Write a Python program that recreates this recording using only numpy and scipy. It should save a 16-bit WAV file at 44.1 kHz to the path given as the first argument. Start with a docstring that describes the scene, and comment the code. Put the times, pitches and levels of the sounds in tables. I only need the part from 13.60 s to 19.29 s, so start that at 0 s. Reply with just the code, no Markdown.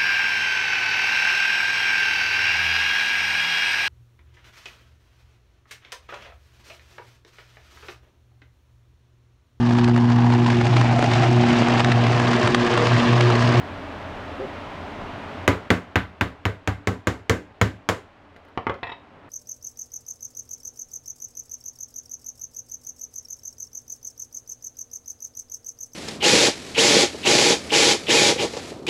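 """A tool handle knocks eleven times on a plastic circuit breaker held on a board on a table.
Each blow cracks, rings the case, rattles its insides and thuds the table, and the small room echoes.
Then the breaker is laid over and judders across the board while the hand rubs along.
A fan hisses throughout, and a far horn toots once before the knocks. An automatic volume control
turns down at the knocks and stays down, so the fan's hiss sinks away."""
import sys
import numpy as np
from scipy import signal
from scipy.fft import rfft, irfft, next_fast_len
from scipy.io import wavfile
from scipy.ndimage import uniform_filter1d

SR = 44100
rng = np.random.default_rng(int(sys.argv[2]) if len(sys.argv) > 2 else 0)


def master_out(mix):
    """Clip the mix to full scale and print it as 16-bit PCM to the path in sys.argv[1]."""
    frames = np.transpose(np.atleast_2d(mix))
    ceiling = np.clip(frames, -1, 1)
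    pcm = np.round(ceiling * 32767).astype(np.int16)
    wavfile.write(sys.argv[1], SR, pcm)


N = 250973
TIME = np.arange(N) / SR
AGE = TIME[:SR // 2]  # seconds since a contact, for sounds half a second long

# the tool's blows: (time [s], level [dB], spot [0 = stiff rim, 1 = hollow middle], bass boost [dB])
KNOCKS = [(1.878, -27.5, 0.76, -1.5), (2.1036, -23, 0.64, -1), (2.3571, -21.5, 0.049, 1.5),
          (2.6108, -23, 0.092, 0), (2.8535, -25.5, 0.36, 2), (3.075, -27, 0.63, 4.5),
          (3.2728, -24.5, 0.69, 2.5), (3.4713, -23, 0.78, 2), (3.6965, -20.5, 0.87, 2),
          (4.0138, -19, 0.53, 4), (4.2892, -20, 0.6, -5.5)]
# fingers clicking on the breaker, then the breaker being turned and laid down: (time [s], level [dB])
BUMP_EVENTS = [(4.763, -52), (4.85, -58), (4.885, -58), (4.975, -24.5), (5.068, -23), (5.0962, -24),
               (5.142, -44.5)]
# slips as it is pushed over the board: (time [s])
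SLIP_TIMES = [5.2298, 5.2694, 5.2933, 5.318]
# the notes of the knocked case: (pitch [Hz], width [Hz], level [dB]); wider notes die sooner
CASE_NOTES = [(472, 330, 3), (743, 92, 8.5), (994, 27, 2), (1094, 74, 5), (1555, 92, 3), (1782, 132, 4.5),
              (2086, 170, -4.5), (2560, 120, -29), (3690, 260, -26), (7020, 1800, -13.5)]
# the notes of the board: (pitch [Hz], width [Hz], level [dB])
BOARD_NOTES = [(440, 580, 17.5), (650, 540, -11), (950, 33, 1), (1280, 370, 17), (2040, 86, 17),
               (2630, 460, -8), (2950, 300, -29), (3400, 250, -25), (5030, 200, -27)]
# the notes of the creaking case: (pitch [Hz], width [Hz], level [dB])
CREAK_NOTES = [(940, 107, 7), (1260, 54, -13), (1850, 190, 3), (2620, 53, 2.5), (2810, 180, -7),
               (3745, 120, 0), (4730, 180, -20.5), (5400, 140, -17.5), (7150, 130, -24)]
# the low notes of the table top: (pitch [Hz], level [dB], time to fade by 60 dB [s])
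TABLE_NOTES = [(70.2, -7, 0.29), (99.4, 5, 0.17), (130.8, -13, 0.31), (178.6, -1, 0.15), (259, 0, 0.11),
               (292.5, -3.5, 0.15), (332, -14.5, .16), (422.4, -10, 0.13)]
# the tone of a bare, hard contact: (frequency [Hz], level [dB])
CRACK_TONE = [(60, -16.5), (250, 7), (500, 1), (780, 0), (1200, -3), (2100, -6), (3000, -10), (4000, -16.5),
              (5000, -19), (7000, -15.5), (8700, -38), (12500, -29), (15300, -46)]
# the case's halves and insides chattering: (frequency [Hz], level [dB])
CHATTER_TONE = [(300, -19), (1300, -1), (2200, 1.5), (3200, -6.5), (5000, -21), (6900, -9), (8700, -30),
                (15000, -28)]
# grit under the case's edges: (frequency [Hz], level [dB])
GRIT_TONE = [(100, -3), (600, 7), (1500, -1.5), (3000, -5.5), (5000, -14), (7000, -24), (10000, -22),
             (15000, -22)]
# the hand rubbing over the board: (frequency [Hz], level [dB])
RUB_TONE = [(30, -10), (90, 17), (400, 13), (1000, 8.5), (2500, -1), (7000, -68), (15000, -43.5)]
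# the room's echo: (frequency [Hz], time to fade by 60 dB [s], level [dB])
ROOM_ECHO = [(80, 0.55, -19.5), (247, 0.29, -4), (600, 0.25, 8), (1470, 0.28, 0), (3500, .26, 1.5),
             (7100, 0.26, -1.5), (14000, 0.25, 0)]
# the rush of fan and room air: (frequency [Hz], level [dB])
AIR_TONE = [(15, -29), (25, 5.5), (55, -13), (92, -4.5), (141, -11.5), (285, -6), (344, -12), (416, -8),
            (489, -14), (575, -7), (988, -11), (1070, -11.5), (2990, -23), (11300, -57), (16000, -61)]
# the fan's faint hum: (pitch [Hz], level [dB])
FAN_NOTES = [(87, -47.5), (288, -49), (424, -71), (721, -67)]
# the far horn: (pitch [Hz], level [dB])
HORN_NOTES = [(385, -31.5), (527, -33)]


def gain(db):
    """Turn decibels into a number to multiply by."""
    return 10 ** (np.asarray(db) / 20)


def unit_energy(x):
    """Scale a short sound to an energy of one (amplitude squared times seconds)."""
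    return x / np.sqrt(np.sum(x ** 2) / SR)


def fade(fade_s):
    """A curve that falls by 60 dB every fade_s seconds."""
    return np.exp(-np.log(1000) * AGE / fade_s)


def add(track, start_s, sound):
    """Mix a sound into the track."""
    i = int(start_s * SR)
    track[i:i + len(sound)] += sound[:N - i]


def colour(x, tone):
    """Filter a sound to follow a list of (frequency [Hz], level [dB]) points."""
    size = 2 * next_fast_len(len(x))
    hz, db = np.transpose(tone)
    curve = gain(np.interp(np.log(np.fft.rfftfreq(size, 1 / SR) + 1), np.log(hz), db))
    # folding the cepstrum keeps the filter from ringing before the sound starts
    cepstrum = irfft(np.log(curve))
    cepstrum[1:size // 2] *= 2
    cepstrum[size // 2 + 1:] = 0
    return irfft(rfft(x, size) * np.exp(rfft(cepstrum)))[:len(x)]


def soften(x, top_hz):
    """Cut the treble: a softer contact pushes for longer."""
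    return signal.sosfilt(signal.butter(2, min(top_hz, SR / 2 - 1), fs=SR, output="sos"), x)


def wander(per_s):
    """A random drift, about one in size, that heads for a new value per_s times a second."""
    points = rng.standard_normal(int(N / SR * per_s) + 2)
    return np.interp(TIME * per_s, np.arange(len(points)), points) * np.sqrt(3 / 2)


def note(hz, db):
    """A pure tone that follows a changing pitch."""
    return gain(db) * np.sqrt(2) * np.sin(2 * np.pi * np.cumsum(hz) / SR)


def fan(air_db=-34.5, flutter_db=0.07, drift_hz=3, waver_db=4.4):
    """Rushing air that flutters slightly, with a few wavering tones."""
    air = colour(rng.standard_normal(N), AIR_TONE) * gain(flutter_db * wander(per_s=17))
    hum = sum(note(hz + drift_hz * wander(per_s=31), db) * gain(waver_db * wander(per_s=15))
              for hz, db in FAN_NOTES)
    return gain(air_db) * air / np.std(air) + hum


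def horn(start_s=0.789, end_s=0.862, ramp_s=0.012):
    """One brief, wavering two-note toot from outside."""
    on_off = np.clip(np.minimum(TIME - start_s, end_s - TIME) / ramp_s, 0, 1)
    return on_off * sum(note(hz * (1 + .03 * wander(per_s=50)), db) for hz, db in HORN_NOTES)


def room(x, near_db=2, near_fade_s=0.043):
    """Quick echoes off the table, then the room's tail, drawn afresh for each sound."""
    hz, fade_s, db = np.transpose(ROOM_ECHO)
    freq = np.fft.rfftfreq(len(AGE), 1 / SR)
    build_up = np.minimum(AGE / .002, 1) ** 2
    echo = 0
    for centre_hz in 62.5 * 2 ** np.arange(9):
        octave = abs(np.log2(freq / centre_hz + 1e-9)) < .5
        noise = irfft(np.exp(2j * np.pi * rng.random(len(freq))) * octave, len(AGE))
        tail_s = np.interp(np.log(centre_hz), np.log(hz), fade_s)
        tail_db = np.interp(np.log(centre_hz), np.log(hz), db)
        tail = unit_energy(noise * build_up * (fade(tail_s) + gain(near_db) * fade(near_fade_s)))
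        echo = echo + gain(tail_db) * tail * np.sqrt(octave.mean() / SR)
    return signal.fftconvolve(x, echo)[:len(x)]


def rub(start_s=5.334, rise_s=0.044, start_db=-41.5, swell_db_per_s=27):
    """Skin and plastic slide softly on wood, harder as the hand speeds up."""
    noise = colour(rng.standard_normal(N), RUB_TONE)
    age = np.maximum(TIME - start_s, 0)
    level_db = start_db + swell_db_per_s * age + wander(per_s=33)
    return noise / np.std(noise) * np.minimum(age / rise_s, 1) * gain(level_db)


def strengths(db):
    """Each contact shares its force among the notes a little differently; every other one is flipped."""
    return gain(db + rng.standard_normal(db.shape)) * (-1) ** np.arange(len(db))[:, None]


def ring(notes):
    """After one push, an object rings at its own notes, which die away."""
    hz, width, db = np.transpose(notes)[:, :, None]
    waves = width * strengths(db) * np.exp(-np.pi * width * AGE) * np.sin(2 * np.pi * hz * AGE)
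    return unit_energy(waves.sum(axis=0))


def thud(rise_s=0.0052):
    """The table top takes a moment to swing up, then booms; the hand's weight shifts its notes a bit."""
    hz, db, fade_s = np.transpose(TABLE_NOTES)[:, :, None]
    hz = hz * (1 + .015 * rng.standard_normal(hz.shape))
    waves = strengths(db) * fade(fade_s) * np.sin(2 * np.pi * hz * AGE)
    return unit_energy(waves.sum(axis=0) * (1 - np.exp(-AGE / rise_s)))


def rattle(tone, fade_s):
    """A shower of tiny clicks as loose bits settle after a blow."""
    clicks = rng.standard_normal(len(AGE)) * (rng.random(len(AGE)) < .2)
    return unit_energy(colour(clicks * fade(fade_s), tone))


def crack():
    """The bare click of hard things meeting."""
    return unit_energy(colour(1. * (AGE == 0), CRACK_TONE))


def slips(first_db=-31, later_db=-38.5, scrape_s=0.0072, top_hz=4600):
    """Short scrapes make the case creak and nudge the board; the first breaks free and is loudest."""
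    out = np.zeros(N)
    for k, start_s in enumerate(SLIP_TIMES):
        scrape = rng.standard_normal(len(AGE)) * np.clip(1.5 - AGE / scrape_s, 0, 1)
        ringing = signal.fftconvolve(scrape, ring(CREAK_NOTES))[:len(AGE)]
        creak = unit_energy(soften(ringing, top_hz))
        nudge = soften(gain(-8) * ring(BOARD_NOTES), top_hz) + gain(-13) * thud()
        add(out, start_s, gain(later_db if k else first_db) * (creak + nudge))
    return out


def bumps(heavy_top_hz=1960, db_per_octave=12):
    """Fingers click on the case, then its edges drop grittily on the board, which rings and passes the blow to
    the table."""
    out = np.zeros(N)
    heaviest_db = max(db for _, db in BUMP_EVENTS)
    for start_s, db in BUMP_EVENTS:
        # heavy drops land flat and dull; light finger clicks on the case sound brighter
        top_hz = heavy_top_hz * 2 ** ((heaviest_db - db) / db_per_octave)
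        grit = gain(-3) * rattle(GRIT_TONE, fade_s=0.03)
        blow = gain(-2) * ring(BOARD_NOTES) + gain(-10) * crack() + grit + gain(-12) * thud()
        add(out, start_s, gain(db) * soften(blow, top_hz))
    return out


def knocks(loosen_db_per_s=2.5, echo_db=1):
    """The tool drives the case into the board. The blow echoes in the room; the rattle is added dry."""
    out = np.zeros(N)
    first_s = KNOCKS[0][0]
    for start_s, db, spot, bass_db in KNOCKS:
        chatter = gain(-4) * rattle(CHATTER_TONE, fade_s=0.011)
        settling = gain(-4) * rattle(CRACK_TONE, fade_s=0.059)
        blow = gain(-3) * ring(CASE_NOTES) + gain(-2.5) * crack() + gain(2.5) * thud()
        knock = blow + chatter + settling + gain(echo_db) * room(blow)
        # nearer the middle, the case sounds hollower and its metal insides tick more
        hollow_db = np.interp(spot, [0, 1], [-9, 3])
        tick_db = np.interp(spot, [0, 1], [-14, -1.5])
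        tick_db += loosen_db_per_s * (start_s - first_s)  # the insides work loose over time
        # the dip at 800 Hz is the gap between the hollow knock and the shell's snap
        tone = [(130, bass_db), (450, hollow_db), (800, -4), (1200, 0), (3700, 0),
                (7000, tick_db), (12000, tick_db / 2)]
        add(out, start_s, gain(db) * colour(knock, tone))
    return out


def scene(bump_echo_db=-4, slip_echo_db=-3):
    """Knocks, then handling that the hand partly shields from the room, over the steady fan."""
    drops, creaks = bumps(), slips()
    echo = room(gain(bump_echo_db) * drops + gain(slip_echo_db) * creaks)
    return (knocks() + drops + creaks + echo + fan() + horn() + rub())[None]


def volume_control(x, limit_db=-20, max_cut_db=17.5, down_s=0.053, up_s=39, ahead_s=0.022):
    """Looks ahead, turns down a step at each loud sound and comes back up very slowly."""
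    hop = SR // 1000
    power = uniform_filter1d(x ** 2, size=SR // 100)[::hop]
    level_db = 10 * np.log10(np.maximum(power, 1e-12))
    cut_db, cuts = 0, []
    for wanted_db in np.clip(level_db - limit_db, 0, max_cut_db):
        cut_db += (wanted_db - cut_db) * hop / SR / (down_s if wanted_db > cut_db else up_s)
        cuts.append(cut_db)
    return x * gain(-np.interp(TIME + ahead_s, TIME[::hop], cuts))


def record(dry, bass_hz=45, top_hz=16000, ceiling=0.8):
    """The microphone loses deep bass; then come volume control, rounded peaks and a steep treble cut."""
    heard = signal.sosfilt(signal.butter(2, bass_hz, "high", fs=SR, output="sos"), dry[0])
    rounded = ceiling * np.tanh(volume_control(heard) / ceiling)
    return signal.sosfilt(signal.ellip(8, .2, 70, top_hz, fs=SR, output="sos"), rounded)[None]


dry = scene()
out = record(dry)
master_out(out)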